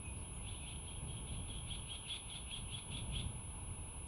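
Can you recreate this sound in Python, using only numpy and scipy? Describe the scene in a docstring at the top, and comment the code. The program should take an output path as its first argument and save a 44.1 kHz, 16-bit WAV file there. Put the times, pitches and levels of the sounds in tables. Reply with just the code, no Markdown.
"""A bald eagle at its nest pipes two slow upward slurs, then a run of short, raspy, arching chirps.
Its notes are wavering sines with coloured noise as rasp, and they echo among bare trees.
Small birds whistle faintly at the start (gliding sines), and a distant bird gives one hoarse note near the end.
Wind rumbles on the microphone over the far hush of the woods (shaped noise),
and the nest camera's electronics add a thin high whine and a faint hiss."""
import sys
import numpy as np
from scipy import signal
from scipy.fft import rfft, irfft
from scipy.io import wavfile

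SR = 44100
rng = np.random.default_rng(int(sys.argv[2]) if len(sys.argv) > 2 else 0)


def wrap_up_sound(samples):
    """Save the sound to the file named by the first command line argument, as 16-bit audio."""
    columns = np.atleast_2d(samples).T
    # keep every value between -1 and 1, then stretch to whole-number steps
    tamed = np.clip(columns, -1, 1)
    steps = np.round(tamed * 32767).astype(np.int16)
    wavfile.write(sys.argv[1], SR, steps)


N = 179531
T = np.arange(N) / SR  # time in seconds

# Noise colours, each only a shape, since the noise is levelled afterwards: pitch_hz, level_db
# the camera's hiss
HISS_COLOUR = [(1500, 2), (4100, 8.5), (5000, -1), (7000, 1.5), (11000, 5.5), (16000, -5.5)]
# the far hush of the woods: pitch_hz, level_db
WOODS_COLOUR = [(100, -6.5), (380, 2.5), (600, -4), (780, 0.5), (950, 4), (1200, -4.5), (1600, -11),
                (1900, -14), (2250, -5.5), (2700, -1.5), (3400, -8), (3900, -13.5), (4500, -39)]
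# wind on the microphone: pitch_hz, level_db
RUMBLE_COLOUR = [(12, -11), (25, -3), (60, 0.5), (110, -1.5), (160, -8), (230, -15), (330, -22),
                 (600, -27.5), (1500, -56.5)]
# the rasp in the eagle's throat: pitch_hz, level_db
THROAT_COLOUR = [(1200, -12), (1800, -16.5), (2200, -6), (2700, -0.5), (3100, -2), (3450, 6), (3800, -3),
                 (4300, -11), (4700, -20.5), (5200, -31), (6200, -30), (8500, -44.5)]
# The wind's rise and fall, before a small overall lift: time_s, rumble_db
WIND_LEVELS = [(0.03, -49), (0.08, -47), (1.0, -49.5), (1.03, -43.5), (1.3, -48.5), (1.34, -42.5),
               (1.48, -48.5), (1.51, -41.5), (1.54, -48), (1.79, -48), (2.09, -53.5), (2.77, -49),
               (2.81, -56.5), (2.9, -45), (3.24, -42), (3.43, -50.5), (3.69, -47.5), (4.02, -51)]
# Small birds' whistles: start_s, length_s, start_pitch_hz, end_pitch_hz, level_db
BIRD_WHISTLES = [(.025, .1, 2560, 2470, -57), (.048, .022, 6800, 5950, -77), (.32, .085, 6450, 7300, -79),
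                 (.11, .15, 4850, 4950, -84), (.16, .09, 4380, 4420, -81), (.15, .09, 5450, 5600, -87),
                 (.24, .03, 3300, 3150, -62), (.36, .018, 3200, 3100, -63), (.375, .04, 2180, 2060, -67)]
# The eagle's opening slurs: mid_climb_s, climb_s, lead_in_s, low_pitch_hz, top_pitch_hz, level_db (at the top)
EAGLE_SLURS = [(.477, 0.0217, 0.016, 2640, 3430, -55), (.672, 0.0293, 0.046, 2520, 3360, -55.5)]
# The eagle's chirps: crest_s, crest_pitch_hz, tone_db, rasp_db (before it clears at the crest),
# length_factor (times), echo_db (sent to the trees)
EAGLE_CHIRPS = [(0.888, 3240, -55.5, -62, 0.96, -51.5), (1.103, 3290, -58, -62, 0.9, -52),
                (1.305, 3304, -58.5, -61, 1.0, -50.5), (1.512, 3300, -52.5, -58.5, 1.02, -49),
                (1.719, 3313, -47.5, -54.5, 0.9, -52), (1.924, 3324, -46.5, -54, 1.0, -51),
                (2.122, 3424, -41, -47, 1.05, -61), (2.33, 3285, -51.5, -52, 1.1, -56),
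                (2.538, 3345, -45, -53, 1.05, -56), (2.749, 3380, -46, -52, 1.24, -68),
                (2.952, 3370, -46, -51, 0.92, -66), (3.169, 3306, -44, -51, 0.94, -68)]

WOODS_DB, HISS_DB = -59.5, -75
WHINE_HZ, WHINE_DB = 10105, -53.7
CUTOFF_HZ = 15850

# A chirp climbs to its crest and drops off it; sags are shares of the crest pitch.
# The chirp's length factor stretches these times and the note's times below.
RISE_S, FALL_S, LEAD_SAG, END_SAG = 0.021, 0.0151, 0.17, 0.22
# The clear note is held around the crest, and is weaker away from it
NOTE_LEAD_S, NOTE_HOLD_S, FLANK_DB = 0.053, 0.0074, -14.5
NOTE_ATTACK_DB_PER_S, NOTE_RELEASE_DB_PER_S = 402, 1200
# The rasp grows as it goes, and clears while the note is at its top
RASP_LEAD_S, RASP_HOLD_S = 0.026, 0.042
RASP_ATTACK_DB_PER_S, RASP_RELEASE_DB_PER_S = 519.5, 750
RASP_GROWTH_DB_PER_S, RASP_CLEARS_DB = 12, -5
# A slur is softer while low, holds its top briefly, then fades; its rasp outlasts the note
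SLUR_LOW_DB, SLUR_HOLD_S, SLUR_RASP_HOLD_S = -4.5, 0.02, 0.052
SLUR_ATTACK_DB_PER_S, SLUR_RELEASE_DB_PER_S = 300, 647


def from_db(db):
    """Turn decibels into a plain multiplier."""
    return 10 ** (np.asarray(db) / 20)


def rms_one(x):
    """Scale a signal so its average strength (rms) is 1."""
    return x / np.sqrt(np.mean(x ** 2) + 1e-20)


def noise(colour):
    """Random noise, shaped to a colour by filtering, with rms 1."""
    hz, db = np.transpose(colour)
    bins = np.maximum(np.fft.rfftfreq(N, 1 / SR), 1)
    gain = from_db(np.interp(np.log(bins), np.log(hz), db, left=-120, right=-120))
    return rms_one(irfft(rfft(rng.standard_normal(N)) * gain, N))


def drift(rate_hz):
    """A random wander, mostly slower than the given rate, with rms 1."""
    bins = np.fft.rfftfreq(N, 1 / SR)
    smoothing = 1 + (bins / rate_hz) ** 2
    return rms_one(irfft(rfft(rng.standard_normal(N)) / smoothing, N))


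def tone(hz):
    """A sine of rms 1 that follows a pitch curve."""
    return np.sqrt(2) * np.sin(2 * np.pi * np.cumsum(hz) / SR)


def swell(age, lead_s, hold_s, attack_db_per_s, release_db_per_s):
    """A gain that climbs, is full from lead_s before age zero to hold_s after it, then fades."""
    too_early = np.maximum(-lead_s - age, 0)
    too_late = np.maximum(age - hold_s, 0)
    return from_db(-attack_db_per_s * too_early - release_db_per_s * too_late)


def scatter(x, delay_s, t60_s):
    """Many small reflections off trunks and branches start after a delay and fall 60 dB in t60_s."""
    age = T[:SR] - delay_s
    taps = rng.standard_normal(SR) * (age > 0) * from_db(-60 * np.abs(age) / t60_s)
    unit_energy = taps / np.sqrt(np.sum(taps ** 2))
    return signal.fftconvolve(x, unit_energy)[:N]


def electronics(wander_hz=52, shimmer=0.05):
    """A whine whose pitch trembles very fast, giving it a narrow noisy skirt, over a faint hiss."""
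    pitch = WHINE_HZ + wander_hz * drift(1500)
    whine = from_db(WHINE_DB) * (1 + shimmer * drift(180)) * tone(pitch)
    return whine + from_db(HISS_DB) * noise(HISS_COLOUR)


def gusts(hush_share=0.1):
    """The wind's rumble in dB, and a gain by which the woods stir a little with it."""
    rumble_db = np.interp(T, *np.transpose(WIND_LEVELS))
    stir = from_db(hush_share * (rumble_db - rumble_db.mean()))
    return rumble_db, stir


def wind(lift_db=0.23):
    """Gusts buffet the microphone as low noise and lift the far hush of the woods a little."""
    rumble_db, stir = gusts()
    rumble = from_db(lift_db + rumble_db) * noise(RUMBLE_COLOUR)
    hush = from_db(WOODS_DB) * stir * noise(WOODS_COLOUR)
    return rumble + hush


def far_call(peak_s=3.55, width_s=0.017, pitch_hz=890, level_db=-61, jitter=0.059):
    """One short note from a distant bird, made hoarse by a fast random waver in pitch."""
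    loudness = np.exp(-((T - peak_s) / width_s) ** 2)
    return from_db(level_db) * loudness * tone(pitch_hz * (1 + jitter * drift(205)))


def small_birds(jitter=0.011):
    """Thin whistles whose pitch glides as they swell and fade."""
    whistles = np.zeros(N)
    waver = 1 + jitter * drift(220)
    for start_s, length_s, start_hz, end_hz, level_db in BIRD_WHISTLES:
        progress = np.clip((T - start_s) / length_s, 0, 1)
        pitch = start_hz + (end_hz - start_hz) * progress
        whistles += from_db(level_db) * np.sin(np.pi * progress) * tone(pitch * waver)
    return whistles


def slurs(jitter=0.0386, flutter_db=2.5, rasp_db=-3.5):
    """Rising notes made hoarse by an unsteady pitch and level, with throat noise riding on them."""
    waver = 1 + jitter * drift(385)
    flutter = from_db(flutter_db * drift(210))
    fades = SLUR_ATTACK_DB_PER_S, SLUR_RELEASE_DB_PER_S
    note, hoarse = np.zeros(N), np.zeros(N)
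    for mid_s, climb_s, lead_s, low_hz, top_hz, level_db in EAGLE_SLURS:
        age = T - mid_s
        height = (1 + np.tanh(2 * age / climb_s)) / 2  # 0 at the low pitch, 1 at the top
        pitch = low_hz + (top_hz - low_hz) * height
        level = from_db(level_db + SLUR_LOW_DB * (1 - height))
        voiced = swell(age, lead_s, SLUR_HOLD_S, *fades)
        note += level * voiced * flutter * tone(pitch * waver)
        hoarse += level * swell(age, lead_s, SLUR_RASP_HOLD_S, *fades)
    return note, from_db(rasp_db) * hoarse * noise(THROAT_COLOUR)


def arch(age):
    """Nearness to a chirp's flat-topped crest (0-1), and the pitch as a share of the crest's."""
    rising = age < 0
    height = np.exp(-np.abs(age / np.where(rising, RISE_S, FALL_S)) ** 3)
    pitch_share = 1 - np.where(rising, LEAD_SAG, END_SAG) * (1 - height)
    return height, pitch_share


def chirps(jitter=0.0161, flank_jitter=0.0703, flutter_db=2.5, crackle_db=2.0):
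    """Each chirp arches up to a clear crest, rough on both flanks; also returns the sound sent to the trees."""
    wobble = drift(365)
    flutter = from_db(flutter_db * drift(150))
    breakup = rms_one(noise(THROAT_COLOUR) * from_db(crackle_db * drift(160)))
    voice, thrown = np.zeros(N), np.zeros(N)
    for crest_s, crest_hz, tone_db, rasp_db, length_factor, echo_db in EAGLE_CHIRPS:
        near = np.abs(T - crest_s) < 0.2  # only work close to this chirp
        age = T[near] - crest_s
        stretched_age = age / length_factor
        height, pitch_share = arch(stretched_age)

        # the syrinx (a bird's voice organ) is steadiest and loudest at the crest
        unsteady = jitter + flank_jitter * (1 - height)
        pitch = crest_hz * pitch_share * (1 + unsteady * wobble[near])
        voiced = swell(stretched_age, NOTE_LEAD_S, NOTE_HOLD_S, NOTE_ATTACK_DB_PER_S, NOTE_RELEASE_DB_PER_S)
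        note = from_db(FLANK_DB * (1 - height)) * voiced * flutter[near] * tone(pitch)

        hoarse = swell(age, RASP_LEAD_S, RASP_HOLD_S, RASP_ATTACK_DB_PER_S, RASP_RELEASE_DB_PER_S)
        rasp_change_db = RASP_GROWTH_DB_PER_S * age + RASP_CLEARS_DB * height
        rasp = hoarse * from_db(rasp_change_db) * breakup[near]

        voice[near] += from_db(tone_db) * note + from_db(rasp_db) * rasp
        # with the head down in the nest, the echo rivals the direct sound
        thrown[near] += from_db(echo_db) * note
    return voice, thrown


def eagle(slur_echo_db=2.5, echo_delay_s=0.056, echo_low_hz=3000, blur=1.0):
    """The whole run of notes; trees throw back mainly their high crests, blurred and wavering."""
    slur, slur_rasp = slurs()
    voice, thrown = chirps()
    high_pass = signal.butter(4, echo_low_hz, "high", fs=SR, output="sos")
    crests = signal.sosfilt(high_pass, thrown + from_db(slur_echo_db) * slur)
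    echo = scatter(crests, echo_delay_s, t60_s=0.16)
    waver = (1 + blur * drift(200)) / np.hypot(1, blur)  # divided to keep the average strength
    return slur + slur_rasp + voice + echo * waver


def scene(near_trees_db=-8, forest_db=-16):
    """Birds echo among near and far trees, with wind and the camera's own noise."""
    calls = far_call() + small_birds() + eagle()
    near_trees = from_db(near_trees_db) * scatter(calls, delay_s=0.02, t60_s=0.2)
    forest = from_db(forest_db) * scatter(calls, delay_s=0.069, t60_s=1.0)
    mix = electronics() + wind() + calls + near_trees + forest
    return mix[None]  # one channel


def record(dry, hollow_hz=1920, hollow_width_hz=170, hollow_db=-9):
    """The microphone has a narrow hollow in the midrange; the top is cut steeply."""
    bins = np.fft.rfftfreq(N, 1 / SR)
    distance = (bins - hollow_hz) / hollow_width_hz
    hollow = from_db(hollow_db * np.exp(-distance ** 4))
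    coloured = irfft(rfft(dry) * hollow, N)
    steep_cut = signal.ellip(12, 0.1, 80, CUTOFF_HZ, fs=SR, output="sos")
    return signal.sosfilt(steep_cut, coloured)


dry = scene()
out = record(dry)
wrap_up_sound(out)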